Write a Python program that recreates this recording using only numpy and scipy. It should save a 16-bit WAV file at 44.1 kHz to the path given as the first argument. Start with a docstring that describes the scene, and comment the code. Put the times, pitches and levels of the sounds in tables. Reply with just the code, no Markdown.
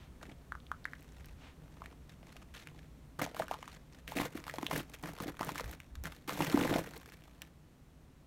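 """Boots shift and step on crusted snow in a walled yard, below a hand-held camera.
The crust cracks in short pitched snaps with a splinter of hiss, or pops dully; grains crush in clumps
of clicks, packed snow thuds in a few low cycles, and ticks and soft brushes are shaped noise.
The walls throw the foot sounds back over noise, a low town hum and gusts of rumble."""
import sys
import numpy as np
from scipy import signal
from scipy.io import wavfile

SR = 44100
rng = np.random.default_rng(int(sys.argv[2]) if len(sys.argv) > 2 else 0)


def digitize_waveform(pressure):
    """Quantize a signal to 16-bit integers and store it at the path in sys.argv[1].

    Rows of a 2-D input are taken as channels; values are limited to [-1, 1].
    """
    field = np.atleast_2d(pressure).T
    bounded = np.clip(field, -1, 1)
    quanta = np.round(bounded * 32767).astype(np.int16)
    wavfile.write(sys.argv[1], SR, quanta)


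def voltage_ratio(decibels):
    """Convert decibels (scalar or array-like) to amplitude ratios, 20 dB per decade."""
    exponent = np.asarray(decibels, float) / 20
    return 10 ** exponent


N = 364266

# Spectrum of breaking snow grains. Each row: frequency in Hz, relative density in dB per Hz.
GRAIN_SPECTRUM = [(600, -10.5), (1800, 4.5), (2800, -1.5), (4500, -4.5), (8000, -8.5), (13000, -6.5),
                  (15800, -12.5), (16500, -64)]


def evened(x):
    """Scales x to unit rms."""
    return x / np.sqrt(np.mean(x ** 2) + 1e-20)


def coloured(x, points):
    """Shapes x to a spectrum with causal (minimum) phase, at unit rms."""
    hz, db = np.transpose(points)
    bin_hz = abs(np.fft.fftfreq(4096, 1 / SR))
    log_gain = np.log(voltage_ratio(np.interp(np.log(bin_hz + 1), np.log(hz + 1), db)))
    taps = np.fft.ifft(np.exp(np.conj(signal.hilbert(log_gain)))).real[:2048]
    return evened(signal.oaconvolve(x, taps)[:N])


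def resonate(x, hz, width_hz):
    """Resonance at unit rms: shifts hz down to zero, smooths twice, shifts back."""
    carrier = np.exp(2j * np.pi * hz * np.arange(len(x)) / SR)
    pole = np.exp(-np.pi * width_hz / SR)
    smooth = signal.lfilter([1 - pole], [1, -pole], x / carrier)
    smooth = signal.lfilter([1 - pole], [1, -pole], smooth)
    return evened((carrier * smooth).real)


def clicks(per_s, spread_db):
    """Sparse clicks of either sign; a few are large."""
    size_db = spread_db * np.minimum(rng.exponential(1, N), 3.5)
    size = voltage_ratio(size_db) * rng.choice([-1., 1.], N)
    return size * (rng.random(N) < per_s / SR)


def wavelet(t, hz, cycles):
    """A short oscillation that swells quickly and dies, envelope peak 1."""
    u = np.maximum(t, 0) * hz / cycles
    return (np.e * u / 2) ** 2 * np.exp(-u) * np.sin(2 * np.pi * hz * t)


def swells(rows):
    """Sum of bell-shaped swells from rows of time, half length and dB."""
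    t = np.arange(N) / SR
    return sum(voltage_ratio(db) * np.exp(-((t - s) / half_s) ** 2) for s, half_s, db in rows)


def yard():
    """Smooth far noise, fuzzy drones and a swelling rumble, all ebbing slowly apart from the gusts."""
    # Far noise. Each row: frequency in Hz, relative density in dB per Hz.
    air_spectrum = [(20, -21.5), (58, -8), (101, -15.5), (134, -10.5), (222, -17.5), (540, -26.5),
                    (1500, -34.5), (4000, -41.5), (9000, -46), (15500, -50), (16400, -66)]
    # Far drones. Each row: frequency in Hz, pole width in Hz, rms level at mid-scene in dB.
    hum = [(61.4, 7.7, -65), (153, 12.4, -67), (257, 58, -70)]
    # Rumble swells. Each row: centre in seconds, half length in seconds, rms level in dB.
    gusts = [(1.27, 0.14, -63), (5.67, 0.04, -44), (5.99, 0.071, -46.5)]
    air_db, air_fade_db_per_s, hum_fade_db_per_s = -59.5, -0.39, -0.7  # air_db at mid-scene
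    rumble_start_db, rumble_fade_db_per_s = -58.5, -0.97
    t = np.arange(N) / SR
    from_middle_s = t - t.mean()
    air = coloured(rng.standard_normal(N), air_spectrum)
    air = air * voltage_ratio(air_db + air_fade_db_per_s * from_middle_s)
    drones = sum(voltage_ratio(db) * resonate(rng.standard_normal(N), hz, width_hz) for hz, width_hz, db in hum)
    drones = drones * voltage_ratio(hum_fade_db_per_s * from_middle_s)
    rumble_level = voltage_ratio(rumble_start_db + rumble_fade_db_per_s * t) + swells(gusts)
    rumble = rumble_level * resonate(rng.standard_normal(N), 62.3, 42)
    return air + drones + rumble


def walls(x, tail_db=-16, t60_s=0.19, smear_s=0.0012):
    """A few echoes from near rough brick, each smeared, and a short diffuse tail, all dulled."""
    # Wall echoes. Each row: delay in seconds, level in dB.
    echoes = [(.0056, -13.5), (0.013, -18), (0.0222, -19), (.03, -19)]
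    t = np.arange(SR // 4) / SR
    tail = rng.standard_normal(len(t)) * (t > .004) * voltage_ratio(-60 * t / t60_s)
    taps = voltage_ratio(tail_db) * tail / np.linalg.norm(tail)
    for s, db in echoes:
        echo = rng.standard_normal(len(t)) * np.exp(-((t - s) / smear_s) ** 2)
        taps += voltage_ratio(db) * echo / np.linalg.norm(echo)
    dull = signal.butter(1, 3000, fs=SR, output="sos")
    return signal.fftconvolve(signal.sosfilt(dull, x), taps)[:N]


def tipped(start_s=4.2, length_s=0.1):
    """How far (0-1) the camera has tipped down towards the feet, where it hears more treble."""
    return np.clip((np.arange(N) / SR - start_s) / length_s, 0, 1)


def brushes():
    """Something soft brushes past: dense even clicks, band-passed, swell and fade."""
    # Brushes. Each row: centre in seconds, half length in seconds, rms level in dB.
    brush_rows = [(0.026, 0.049, -63.5), (1.454, 0.062, -59)]
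    band = signal.butter(2, [500, 3200], "band", fs=SR, output="sos")
    return swells(brush_rows) * evened(signal.sosfilt(band, clicks(9000, 0.66)))


def ticks(fade_s=0.001, low_hz=5000):
    """Ice needles tick: each a very short burst of high hiss."""
    # Ticks. Each row: start in seconds, relative level in dB.
    tick_rows = [(1.008, -53), (1.027, -48.5), (1.184, -60), (1.258, -42.5), (4.779, -29), (4.898, -43.5),
                 (5.027, -39), (5.135, -41), (5.223, -34.5), (5.448, -32), (5.468, -43), (5.561, -50),
                 (5.651, -43), (5.713, -34), (6.038, -34), (6.977, -38), (7.419, -33.5)]
    train = np.zeros(N)
    for s, db in tick_rows:
        train[round(s * SR)] = voltage_ratio(db)
    bursts = signal.oaconvolve(train, np.exp(-np.arange(512) / SR / fade_s))[:N]
    band = signal.butter(2, [low_hz, 15500], "band", fs=SR, output="sos")
    hiss = signal.sosfilt(band, rng.standard_normal(N))
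    return 0.57 * bursts * evened(hiss)


def thuds():
    """Packed snow caves in: each thud is a low, heavily damped oscillation."""
    # Cave-ins. Each row: start in seconds, envelope peak in dB.
    thud_rows = [(0.286, -44.5), (4.161, -29), (4.172, -30), (4.185, -42), (4.197, -27.5), (4.351, -31.5),
                 (4.388, -40.5), (4.583, -34.5), (4.63, -30.5), (4.774, -35), (5.204, -35.5), (5.259, -34),
                 (5.28, -36.5), (5.407, -32), (6.281, -35.5), (6.404, -26.5), (6.543, -14), (6.574, -26),
                 (6.614, -25), (6.639, -27), (6.655, -24), (6.711, -25), (6.755, -22)]
    out = np.zeros(N)
    thud = wavelet(np.arange(2048) / SR, 289.4, 0.47)
    for s, db in thud_rows:
        out[round(s * SR):][:2048] += voltage_ratio(db) * thud
    return out


def load(rise_s=0.0014, settle_s=0.013, creep_db=-16, creep_s=0.17):
    """Levels of fine grains, lumps and packing: a crunch starts fast, holds, settles, creeps on faintly."""
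    # Weight on the snow. Each row: start in seconds, hold in seconds, weight in dB, sole depth 0-1.
    crunches = [(0.208, 0.11, -65, 0.86), (0.81, 0.51, -67, 0.33), (1.616, 0.32, -72, 0.86),
                (2.092, 0.049, -62.5, 0.05), (2.229, 0.2, -63.5, 0.5), (2.538, 0.083, -55.5, 0),
                (2.637, 0.21, -69.5, 0.66), (3.189, 0.0038, -50, 0.93), (3.215, 0.018, -40.5, 0.72),
                (3.359, 0.08, -52, 0.72), (3.493, 0.056, -55, 0.5), (3.587, 0.18, -60.5, 0.28),
                (3.916, 0.079, -63.5, 0.36), (4.073, 0.067, -52.5, 0.4), (4.152, 0.068, -45, 0.68),
                (4.229, 0.041, -52, 0.75), (4.346, 0.043, -55.5, 0.74), (4.45, 0.27, -58.5, 0.57),
                (4.709, 0.094, -44.5, 0.69), (4.924, 0.023, -58.5, 0), (5.029, 0.074, -53, 0.87),
                (5.128, 0.051, -66, 0.8), (5.202, 0.031, -50.5, 0.82), (5.269, 0.022, -53.5, 0.84),
                (5.404, 0.12, -52, 0.74), (5.545, 0.067, -51.5, 0.63), (5.634, 0.11, -57.5, 0.7),
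                (6.037, 0.039, -50, 0.62), (6.117, 0.07, -61.5, 0.1), (6.276, 0.18, -47.5, 0.59),
                (6.393, 0.051, -45, 0.84), (6.466, 0.11, -46.5, 0.82), (6.57, 0.22, -46.5, 0.97),
                (6.787, 0.024, -48.5, 0.78), (6.828, 0.15, -61, 0.64), (6.946, 0.23, -64.5, 0),
                (7.202, 0.27, -72, 0.6)]
    # Level re weight at depth 0. Columns: fine grains, lumps, packing, all in dB.
    shallow_db = [-0.5, -11, -20]
    # Level re weight at depth 1. Columns: fine grains, lumps, packing, all in dB.
    deep_db = [0, 7.5, 10]
    t = np.arange(N) / SR
    power = np.zeros((3, N))
    for s, hold_s, weight_db, depth in crunches:
        levels = voltage_ratio(weight_db + (1 - depth) * np.array(shallow_db) + depth * np.array(deep_db))
        rise = np.clip((t - s) / rise_s, 0, 1)
        past_s = np.maximum(t - s - hold_s, 0)
        fall = np.maximum(np.exp(-past_s / settle_s), voltage_ratio(creep_db) * np.exp(-past_s / creep_s))
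        power += (levels[:, None] * rise * fall) ** 2
    return np.sqrt(power)


def pieces(clumps, sizes_hz, per_s):
    """Short pitched breaks, one sparse train for each size of piece."""
    t = np.arange(1024) / SR
    trains = (signal.oaconvolve(clumps * clicks(per_s, 3.84), wavelet(t, hz, 0.63))[:N] for hz in sizes_hz)
    return evened(sum(trains))


def crush(heavy_db=-54, light_dullness_when_tipped=0.047):
    """Snow breaks in clumps that fire fine grains, chips, lumps and dull slips of the hollow underfoot."""
    # Hollow under the sole. Each row: frequency in Hz, pole width in Hz, relative level in dB.
    packed = [(162.3, 81, 4), (289.3, 87, 2.5)]
    levels = load()
    heavy = np.clip(levels[0] / voltage_ratio(heavy_db), 0, 1)

    clump = np.exp(-np.arange(1500) / SR / 0.0028)
    bursts = evened(signal.oaconvolve(abs(clicks(80, 2.1)), clump)[:N])
    steady = 0.21 + 0.92 * heavy  # heavy load runs the clumps together
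    clumps = (steady + np.minimum(bursts, 2.6)) / (1 + steady)

    grains = coloured(clumps * clicks(6000, 2.86), GRAIN_SPECTRUM)
    top = signal.sosfilt(signal.butter(1, 7000, "high", fs=SR, output="sos"), grains)
    dullness = (1 - (1 - light_dullness_when_tipped) * tipped()) * (1 - heavy)
    grains = grains - np.minimum(3.7 * dullness, 1) * top  # a light load is duller
    fine = grains + .6 * pieces(clumps, np.geomspace(2200, 7000, 8), 70)  # grains and chips

    lumps = pieces(clumps, np.geomspace(430, 2200, 12), 110)
    slips = (1 + 0.18 * clumps) * clicks(180, 3.2)
    hollow = sum(voltage_ratio(db) * resonate(slips, hz, width_hz) for hz, width_hz, db in packed)
    return (levels * [evened(fine), lumps, evened(hollow)]).sum(0)


def cracks(crumble_db=-12, crumble_s=0.005):
    """A crack is a slab snap, a splinter of hiss and three smaller late breaks; a pop breaks once."""
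    # Cracks of the crust. Each row: start in seconds, snap envelope peak in dB, slab pitch in Hz.
    crack_rows = [(0.229, -39, 1220), (1.245, -55, 3550), (1.84, -50, 2000), (1.859, -40.5, 1790),
                  (2.095, -48.5, 3220), (2.326, -49, 3740), (2.366, -42.5, 2430), (2.672, -35, 2140),
                  (3.194, -27.5, 1130), (3.215, -26, 610), (3.263, -31.5, 760), (3.346, -36, 686),
                  (3.366, -34, 1100), (3.398, -22, 700), (3.421, -27.5, 1280), (3.482, -33, 1510),
                  (3.512, -23, 780), (3.541, -30.5, 1060), (3.628, -36, 1020), (3.678, -36.5, 1120),
                  (4.078, -34, 2330), (4.12, -32, 830), (4.186, -24, 2380), (4.2, -26, 920),
                  (4.233, -37, 990), (4.256, -33, 1540), (4.375, -38.5, 1380), (4.44, -41, 1620),
                  (4.467, -38, 910), (4.48, -33.5, 1240), (4.497, -30.5, 1780), (4.539, -33.5, 644),
                  (4.584, -28.5, 980), (4.629, -31.5, 900), (4.666, -23.5, 3330), (4.712, -24.5, 800),
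                  (4.941, -37, 2330), (5.037, -35, 1030), (5.058, -37, 1800), (5.186, -42, 1180),
                  (5.202, -32, 1140), (5.28, -41.5, 504), (5.369, -49, 1100), (5.393, -33.5, 1110),
                  (5.41, -24, 820), (5.43, -27, 1160), (5.491, -25.5, 1010), (5.557, -31, 1300),
                  (5.58, -28.5, 1810), (5.597, -28.5, 1090), (5.642, -36.5, 1730), (5.802, -43, 2100),
                  (5.954, -39.5, 1720), (6.055, -31, 1540), (6.122, -43.5, 1220), (6.294, -25, 1200),
                  (6.405, -21.5, 940), (6.574, -21.5, 870), (6.612, -29, 2370), (6.636, -26.5, 2340),
                  (6.695, -34, 1320), (6.727, -24.5, 603), (6.76, -23, 675), (6.936, -43, 1500),
                  (7.059, -45.5, 2300), (7.121, -48.5, 1670), (7.238, -54.5, 1790), (7.419, -33, 2700)]
    # Dull pops of a hollow ice shell. Each row: start in seconds, snap envelope peak in dB, pitch in Hz.
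    pop_rows = [(0.521, -25.5, 1430), (0.552, -33.5, 1320), (0.602, -47.5, 3530), (0.667, -44, 3300),
                (0.716, -22.5, 1330), (0.844, -41, 4300), (0.854, -22.5, 1710), (0.934, -30.5, 1770),
                (1.819, -34, 1100)]
    crack_cycles, pop_cycles = .48, .56  # decay of the snap
    level_camera_db = -3  # splinters until the camera tips
    # splinter in dB re snap peak; a louder crack has relatively less
    rows = [(*row, -21.5 - 0.5 * row[1], crack_cycles, 1) for row in crack_rows]
    rows += [(*row, -16, pop_cycles, 0) for row in pop_rows]

    dull = signal.butter(1, 8000, fs=SR, output="sos")
    hiss = signal.sosfilt(dull, coloured(rng.standard_normal(N), GRAIN_SPECTRUM))
    hiss = hiss * voltage_ratio(level_camera_db * (1 - tipped()))
    out = np.zeros(N + 4096)
    t = np.arange(4096) / SR
    chance = rng.random((len(rows), 3, 3))
    for (s, db, hz, splinter_db, cycles, crumbles), after in zip(rows, chance):
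        snap = -wavelet(t, hz, cycles)
        burst = np.exp(-t / 0.0016)
        for wait, detune, size in after:
            late_s = t + crumble_s * np.log(1 - wait)  # exponential waiting time
            gain = crumbles * voltage_ratio(crumble_db - 2.2 * size)
            snap += gain * wavelet(late_s, hz * (.8 + .7 * detune), .7)
            burst += 0.99 * gain * (late_s > 0) * np.exp(-abs(late_s) / 0.0011)
        at = round(s * SR)
        splinter = voltage_ratio(splinter_db) * burst * hiss[at:at + 4096]
        out[at:at + 4096] += voltage_ratio(db) * (snap + splinter)
    return out[:N]


def scene():
    """Foot sounds, their wall echoes and the yard, in one channel."""
    feet = cracks() + ticks() + thuds() + crush() + brushes()
    return (feet + walls(feet) + yard())[None]


def low_pass(x):
    """Removes everything above the highest recorded frequency."""
    return signal.sosfilt(signal.butter(12, 16810, fs=SR, output="sos"), x)


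def record(dry):
    """The camera body dents the treble at two places."""
    # Dents. Each row: centre in Hz, width in Hz, gain at centre in dB.
    dents = [(4870, 380, -4), (10450, 380, -7)]
    for hz, width_hz, db in dents:
        band = signal.lfilter(*signal.iirpeak(hz, hz / width_hz, SR), dry)
        dry = dry - (1 - voltage_ratio(db)) * band
    return low_pass(dry)


dry = scene()
out = record(dry)
digitize_waveform(out)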